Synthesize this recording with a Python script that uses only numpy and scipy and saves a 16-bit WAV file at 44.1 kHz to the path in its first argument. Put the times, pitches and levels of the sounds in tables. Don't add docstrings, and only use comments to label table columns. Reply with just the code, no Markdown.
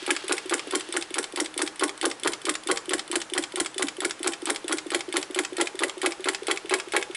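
import sys
import numpy as np
from scipy import signal
from scipy.fft import rfft, irfft
from scipy.io import wavfile

SR = 44100
rng = np.random.default_rng(int(sys.argv[2]) if len(sys.argv) > 2 else 0)


def generate_wav(sig):
    pcm = np.round(np.clip(np.atleast_2d(sig).T, -1, 1) * 32767).astype(np.int16)
    wavfile.write(sys.argv[1], SR, pcm)


N = 315752
TIME = np.arange(N) / SR
BLOW_SIZE = 4096

# time in seconds, clack level in dB, rebound level in dB.
ROD_FORCE = [(0.1, -19.5, -21.5), (0.5, -24, -20.5), (2.8, -19, -24), (4.7, -22.5, -21), (4.95, -18, -28.5),
             (6.05, -19.5, -28), (7, -18.5, -30)]
# time in seconds, level in dB.
CONTACT_LEVEL = [(0, -26.5), (0.7, -26.5), (1.1, -24.5), (4, -24.5), (5, -26.5), (7.1, -28)]
# time in seconds, lead before the clack in turns,
# average decay of the closing sound in seconds.
CAM_CLOSING = [(0.5, 0.19, 0.0016), (2.2, 0.18, 0.0013), (4.1, 0.19, .0016), (5, .192, 0.0021),
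               (7, 0.19, 0.0043)]
# frequency in Hz, relative level in dB.
BRIGHT_COLOUR = [(800, -83.5), (1400, 16), (2500, -7), (4000, -3.5), (5500, 6), (7000, 0.5), (8300, 10),
                 (10800, -13)]
# frequency in Hz, width in Hz, lift in dB.
FRAME_MODES = [(799.5, 29, 6), (2173, 480, 5), (3150, 210, -1.5), (3350, 28, -21), (5250, 22, -4),
               (7220, 650, -1), (8900, 45, -27), (9660, 91, 13.5), (10504, 506, 19)]
TIGHT_S, TIGHT_DB, LOOSE_S, LOOSE_DB = .0002, 1.2, 0.001186, 1.5


def rod():
    # time in seconds, average decay of the clack in seconds.
    chatter_decay = [(0, 0.0021), (2, 0.0031), (4.5, 0.0028), (5.2, 0.0015), (5.8, 0.0048), (7.1, 0.0015)]
    # frequency in Hz, relative level in dB.
    clack_colour = [(800, -6), (1300, -5.5), (1900, -4), (2500, -9), (3400, -2.5), (4400, -5),
                    (5400, -10.5), (6500, -15.5), (8000, -6.5), (9300, -16), (10800, -22.5)]
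    # frequency in Hz, relative level in dB.
    return_colour = [(800, -12), (1300, -4.5), (1900, -7.5), (2500, -8), (3400, -3), (4400, -5),
                     (5400, -4.5), (6500, -12), (8000, -8.5), (9300, -21), (10800, -33)]
    rebound_delay_s = .00515
    s = crank(0)
    clack_db, rebound_db = along(ROD_FORCE, s), along(ROD_FORCE, s, axis=2)
    clack = blows(s, clack_db, clack_colour, FRAME_MODES, rise=0.000587, decay=along(chatter_decay, s),
                  tail_db=-16.5, tail=0.015, alike=0.098, crack=0.65, grain_db=2.0)
    rebound = blows(s + rebound_delay_s, rebound_db, BRIGHT_COLOUR, FRAME_MODES, rise=.00015, decay=.0006,
                    tail_db=-20, tail=.011, alike=.2, crack=2.8, grain_db=4)
    jolt = thumps(s + 0.00311, clack_db - 16, push_s=0.0016, rattle=0.063, soft_hz=834,
                  damping=1.85, pitch=1.016)
    s, db = scattered(*return_stroke(), TIGHT_S, TIGHT_DB)
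    back = blows(s, db, return_colour, FRAME_MODES, rise=0.00021, decay=0.0032,
                 tail_db=5.5, tail=0.0052, alike=0.086, crack=2.8, grain_db=3)
    return clack + rebound + jolt + back


def plunger():
    # time in seconds, knock level in dB, box level in dB.
    pull_force = [(0, -31, -31), (0.5, -30.5, -29.5), (1.1, -30, -39), (1.9, -27, -31.5),
                  (2.9, -30.5, -31.5), (4.5, -29, -33.5), (5.3, -31, -28.5), (5.9, -30, -29),
                  (7, -28.5, -29.5)]
    # time in seconds, level in dB before its bass is cut.
    pin_level = [(0, -49), (0.75, -33), (1, -51), (4, -49), (4.3, -31), (5, -28), (7, -35)]
    # frequency in Hz, relative level in dB.
    pull_colour = [(800, 1.5), (1300, 7.5), (1900, -6.5), (2500, -7.5), (3400, -3.5), (4400, 0.5),
                   (5400, -13), (6500, -13), (8000, -17), (9300, -31), (10800, -25.5)]
    # frequency in Hz, relative level in dB.
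    slap_colour = [(700, -6), (1000, 8), (1400, 6), (2200, -16), (3200, -11.5), (4500, -22), (6500, -38),
                   (10800, -38)]
    pull_delay_s, pin_lead_s = .0142, .0088
    slap_box_db = -0.4

    s, luck_db = scattered(closings() + pull_delay_s, 0, TIGHT_S, LOOSE_DB)
    knock_db = along(pull_force, s) + luck_db
    box_db = along(pull_force, s, axis=2) + luck_db
    pull = blows(s, knock_db, pull_colour, FRAME_MODES, rise=.0003, decay=0.0019,
                 tail_db=-7, tail=0.019, alike=0.19, crack=2.5, grain_db=3.5)
    pull += thumps(s + 0.00205, box_db, push_s=0.0054, rattle=0.063, soft_hz=624, damping=0.46, pitch=1.02)

    s, db = slaps()
    slap = blows(s, db, slap_colour, FRAME_MODES, rise=.0004, decay=.006,
                 tail_db=-10, tail=.012, alike=.15, crack=3, grain_db=3)
    slap += thumps(s, db + slap_box_db, push_s=0.0029, rattle=0.036, soft_hz=900, damping=0.74, pitch=1.02)

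    s = crank(0) - pin_lead_s
    s, db = scattered(s, along(pin_level, s), LOOSE_S, LOOSE_DB)
    pin = blows(s, db, pull_colour, FRAME_MODES, rise=.0004, decay=0.0025,
                tail_db=-12, tail=0.0071, alike=0.086, crack=1.5, grain_db=3)
    return pull + slap + band(pin, 1270, "high")


def contact():
    # frequency in Hz, relative level in dB.
    contact_colour = [(800, -22.5), (1300, -15), (1900, -2), (2500, -3), (3400, 1.5), (4400, -2.5),
                      (5400, -4.5), (6500, -12), (8000, -1), (9300, 0), (10800, -7)]
    # frequency in Hz, width in Hz, lift in dB.
    spring_modes = [(1420, 70, -2), (1860, 70, 0), (2190, 70, 5), (3050, 70, 6), (3490, 70, 7),
                    (7900, 220, -1), (9000, 250, -4), (10520, 200, 1), (10920, 150, -1)]
    s = closings()
    s, db = scattered(s, along(CONTACT_LEVEL, s), TIGHT_S, TIGHT_DB)
    touch = blows(s - .0365, db - 13.0, contact_colour, spring_modes, rise=.0002, decay=.0016,
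                  tail_db=-14, tail=.006, alike=.2, crack=2, grain_db=3)
    close = blows(s, db, contact_colour, spring_modes, rise=.0003, decay=along(CAM_CLOSING, s, axis=2),
                  tail_db=-11.5, tail=0.01, alike=0.16, crack=1.5, grain_db=3)
    s, db = return_stroke()
    let_go = s - .014 + rng.normal(0, 0.0005, len(s))
    tick = blows(let_go, db - 16.5, BRIGHT_COLOUR, FRAME_MODES, rise=.0003, decay=.0015,
                 tail_db=-15, tail=.005, alike=.2, crack=2, grain_db=3)
    chatter = blows(let_go, db - 7, contact_colour, spring_modes, rise=.002, decay=.004,
                    tail_db=-6, tail=.006, alike=.2, crack=1, grain_db=4)
    return touch + close + tick + chatter


def box():
    # time in seconds, lead before the clack in seconds, level in dB.
    rocking = [(0.1, 0.081, -37.5), (0.55, 0.079, -33), (1.2, .072, -36.5), (1.62, 0.051, -32.5),
               (1.85, 0.037, -44.5), (3, 0.052, -33), (4.05, .062, -34.5), (5, 0.084, -31.5),
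               (7.2, .091, -35.5)]
    recoil_delay_s, recoil_db = .0132, -27.5
    clacks = crank(0)
    rock_s = clacks - along(rocking, clacks)
    s, db = scattered(rock_s, along(rocking, clacks, axis=2), TIGHT_S, TIGHT_DB)
    rock = thumps(s, db, push_s=0.0044, rattle=0.044, soft_hz=466, damping=0.75, pitch=1.033)
    s, db = scattered(clacks + recoil_delay_s, recoil_db, LOOSE_S, LOOSE_DB)
    recoil = thumps(s, db, push_s=0.0059, rattle=0.09, soft_hz=606, damping=0.87, pitch=0.97)
    return rock + recoil


def blows(times, levels_db, colour, modes, rise, decay, tail_db, tail, alike, crack, grain_db):
    t, out = np.arange(BLOW_SIZE) / SR, np.zeros(N)
    same, alike = rng.standard_normal(BLOW_SIZE), np.clip(alike, 0, 1)
    for s, db, life in np.broadcast(times, levels_db, decay):
        own = rng.standard_normal(BLOW_SIZE)
        steps = np.clip(rng.standard_normal(128), -2, 2)
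        grit = from_db(grain_db * np.repeat(steps, BLOW_SIZE // 128))
        ring = np.exp(-t / (life * from_db(rng.normal())))
        shiver = from_db(tail_db) * grit * np.exp(-t / tail)
        shape = (1 - np.exp(-t / rise)) * (ring + shiver)
        force = shape * (np.sqrt(alike) * same + np.sqrt(1 - alike) * own)
        force[int(2 * rise * SR)] += crack
        blow = coloured(force, colour)
        blow = band(blow + ringing(blow, modes), 520, "high", order=4)
        add(out, s, from_db(db) * blow / rms(blow[:SR // 200]))
    return out


def thumps(times, levels_db, push_s, rattle, soft_hz, damping, pitch):
    # time in seconds, note in Hz before the pitch factor.
    grip_note = [(0, 356), (0.5, 373), (1.4, 345.8), (2.7, 360.4), (3.7, 365.3), (4.6, 336), (5.1, 340),
                 (6.5, 394), (7.15, 387)]
    # frequency in Hz,
    # width in Hz before damping, level in dB.
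    box_modes = [(313.4, 25, 6.5), (340.6, 59, 14.5), (422, 13, -1.5), (435.6, 10.7, 2.5), (465, 13, -51)]
    usual_note_hz, lowest_hz = 346.8, 274.5
    t, out = np.arange(BLOW_SIZE) / SR, np.zeros(N)
    for s, db in zip(times, levels_db):
        push = rattle * rng.standard_normal(BLOW_SIZE) * np.exp(-t / push_s)
        push[0] += 1
        shift = pitch * along(grip_note, s) / usual_note_hz
        modes = []
        for hz, width, gain in box_modes:
            mode_hz = hz * shift * (1 + .035 * rng.normal())
            modes.append((mode_hz, width * damping, gain + 3 * rng.normal()))
        boom = band(ringing(push, modes), lowest_hz, "high", order=8)
        boom = band(boom, soft_hz, "low")
        add(out, s - .0025, from_db(db) * boom / rms(boom[:SR // 80]))
    return out


def crank(angle, count=33):
    # time in seconds, flywheel speed in turns per minute.
    speed = [(0.0, 273.64), (0.55, 281.77), (1.05, 276.27), (1.85, 275.84), (2.15, 271.44), (2.5, 274.74),
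             (2.8, 270.97), (3.5, 269.97), (4.35, 265.02), (5.15, 271.82), (5.65, 270.13), (5.85, 265.82),
             (7.1, 264.71)]
    first_clack_s = .1049
    t = np.arange(N + SR) / SR
    turns = np.cumsum(along(speed, t)) / (60 * SR)
    first_turn = np.interp(first_clack_s, t, turns)
    return np.interp(np.arange(count) + angle + first_turn, turns, t)


def closings():
    return crank(-along(CAM_CLOSING, crank(0)))


def slaps():
    # time in seconds, level in dB.
    slap_level = [(0, -26.5), (0.53, -25), (0.95, -31), (2.9, -33.5), (3.15, -35.5), (4.1, -31), (5, -34),
                  (5.8, -28), (7, -27)]
    # time in seconds, level in dB.
    hard_slaps = [(1.8238, -22), (2.0425, -24.5), (2.2595, -22), (2.4836, -26), (2.6988, -22.5),
                  (4.2617, -28)]
    s = crank(0) - .0135
    s, db = scattered(s, along(slap_level, s), LOOSE_S, LOOSE_DB)
    for hard_s, hard_db in hard_slaps:
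        turn = np.argmin(abs(s - hard_s))
        s[turn], db[turn] = hard_s, hard_db
    return s, db


def return_stroke():
    s = crank(.2715)
    return s, along(CONTACT_LEVEL, s) - 1.4


def scattered(s, db, spread_s, spread_db):
    shift, strength = rng.standard_normal((len(s), 2)).T
    return s + spread_s * shift, db + spread_db * strength


def from_db(db):
    return 10 ** (np.asarray(db) / 20)


def rms(x):
    return np.sqrt(np.mean(x ** 2) + 1e-20)


def along(curve, s, axis=1):
    curve = np.array(curve)
    return np.interp(s, curve[:, 0], curve[:, axis])


def at_hz(points, hz, axis=1):
    points = np.array(points)
    return np.interp(np.log(hz + 1), np.log(points[:, 0]), points[:, axis])


def band(x, hz, kind, order=2):
    return signal.sosfilt(signal.butter(order, hz, kind, fs=SR, output="sos"), x)


def coloured(x, colour):
    size = len(x)
    gain = from_db(at_hz(colour, np.fft.rfftfreq(size, 1 / SR)))
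    cepstrum = irfft(np.log(gain), size)
    cepstrum[1:size // 2] *= 2
    cepstrum[size // 2 + 1:] = 0
    return irfft(rfft(x) * np.exp(rfft(cepstrum)), size)


def resonance(x, hz, width):
    r = np.exp(-np.pi * width / SR)
    feed = np.array([1, 0, -1]) * (1 - r * r) / 2
    return signal.lfilter(feed, [1, -2 * r * np.cos(2 * np.pi * hz / SR), r * r], x)


def ringing(x, modes):
    return sum(from_db(db) * resonance(x, hz, width) for hz, width, db in modes)


def add(track, s, sound):
    start = int(np.clip(s * SR, 0, N))
    track[start:start + len(sound)] += sound[:N - start]


def counter():
    # time in seconds, thud level in dB relative to the clack.
    pressure = [(0, -54), (1.5, -47), (2.3, -41), (3.8, -37), (4.7, -49), (7.1, -52)]
    # frequency in Hz, relative level in dB.
    counter_colour = [(20, -5), (45, -5), (100, -6), (160, 0), (240, 6), (330, -16), (700, -53)]
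    s = crank(0)
    t, out = np.arange(2 * BLOW_SIZE) / SR, np.zeros(N)
    for start, level_db in zip(s, along(ROD_FORCE, s) + along(pressure, s)):
        thud = coloured(rng.standard_normal(len(t)) * np.exp(-t / 0.05), counter_colour)
        add(out, start, from_db(level_db + 2 * rng.normal()) * thud / rms(thud))
    return out


def room(x, first_s, build_s):
    # frequency in Hz, time to fade by 60 dB in seconds, level in dB.
    room_bands = [(168, 0.043, 8), (350, 0.39, -11), (840, 0.45, -2), (1900, 0.07, -12.5),
                  (5240, 0.14, -8.5), (8100, 0.2, -9), (11000, 0.2, -11)]
    t, response = np.arange(SR // 2) / SR, 0
    edges = np.geomspace(100, 14000, 13)
    for low, high in zip(edges, edges[1:]):
        hz = np.sqrt(low * high)
        build_up = 1 - np.exp(-np.maximum(t - first_s, 0) / build_s)
        shape = build_up * np.exp(-np.log(1000) * t / at_hz(room_bands, hz))
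        reflections = band(rng.standard_normal(len(t)), [low, high], "band")
        level = from_db(at_hz(room_bands, hz, axis=2))
        response = response + level * reflections * shape / np.sqrt(np.sum(shape ** 2))
    return signal.fftconvolve(x, response)[:N]


def background():
    # frequency in Hz, relative level in dB.
    air_colour = [(25, -15), (80, -17.5), (150, -8), (230, -7), (330, -3), (600, -4), (1400, -2.5),
                  (2500, -7), (5000, -12.5), (11000, -17.5)]
    # frequency in Hz, rms level in dB.
    hum_tones = [(60, -79), (120, -74)]
    # time in seconds, rms level in dB.
    slide_level = [(0, -41), (.25, -42.5), (.5, -48), (.8, -44.5), (1.1, -52), (1.4, -70), (7.2, -52)]
    # frequency in Hz, relative level in dB.
    slide_colour = [(150, -53), (400, -18), (800, -9), (1700, -6), (2200, -6), (2900, -6), (3600, -6.5),
                    (4500, -6.5), (7000, -16), (11000, -20)]
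    # frequency in Hz, width in Hz, lift in dB.
    feet_modes = [(1650, 60, 3), (2760, 160, 1), (3270, 140, 0), (3650, 110, -7)]
    air = coloured(rng.standard_normal(N), air_colour)
    hum = sum(np.sqrt(2) * from_db(db) * np.sin(2 * np.pi * hz * TIME) for hz, db in hum_tones)
    catching = band(rng.standard_normal(N), 100, "low")
    unevenness = from_db(2 * catching / rms(catching))
    scrape = coloured(rng.standard_normal(N) * unevenness, slide_colour)
    scrape = scrape + ringing(scrape, feet_modes)
    return from_db(-46.5) * air / rms(air) + hum + from_db(along(slide_level, TIME)) * scrape / rms(scrape)


def scene():
    # time in seconds, lift in dB.
    facing = [(0, 16.5), (1, -2.5), (2, -8), (3, -16), (4, -7), (5, 4), (6, 9.5), (7.1, 19)]
    # frequency in Hz, width in Hz, level in dB before that lift.
    plate_modes = [(841, 11, -5.5), (1395, 82, -19), (1650, 26, -7), (2000, 80, -23.5), (2250, 250, -14.5),
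                   (2535, 73, -7.5)]
    metal = rod() + plunger() + contact()
    plate = from_db(along(facing, TIME)) * ringing(metal, plate_modes)
    engine = from_db(-0.5) * (metal + plate) + box()
    reflected = from_db(-1.5) * room(engine, first_s=0.0027, build_s=0.00045)
    return (engine + reflected + counter() + background())[None]


def record(dry):
    return signal.sosfilt(signal.ellip(12, .2, 80, 11080, fs=SR, output="sos"), dry)


dry = scene()
out = record(dry)
generate_wav(out)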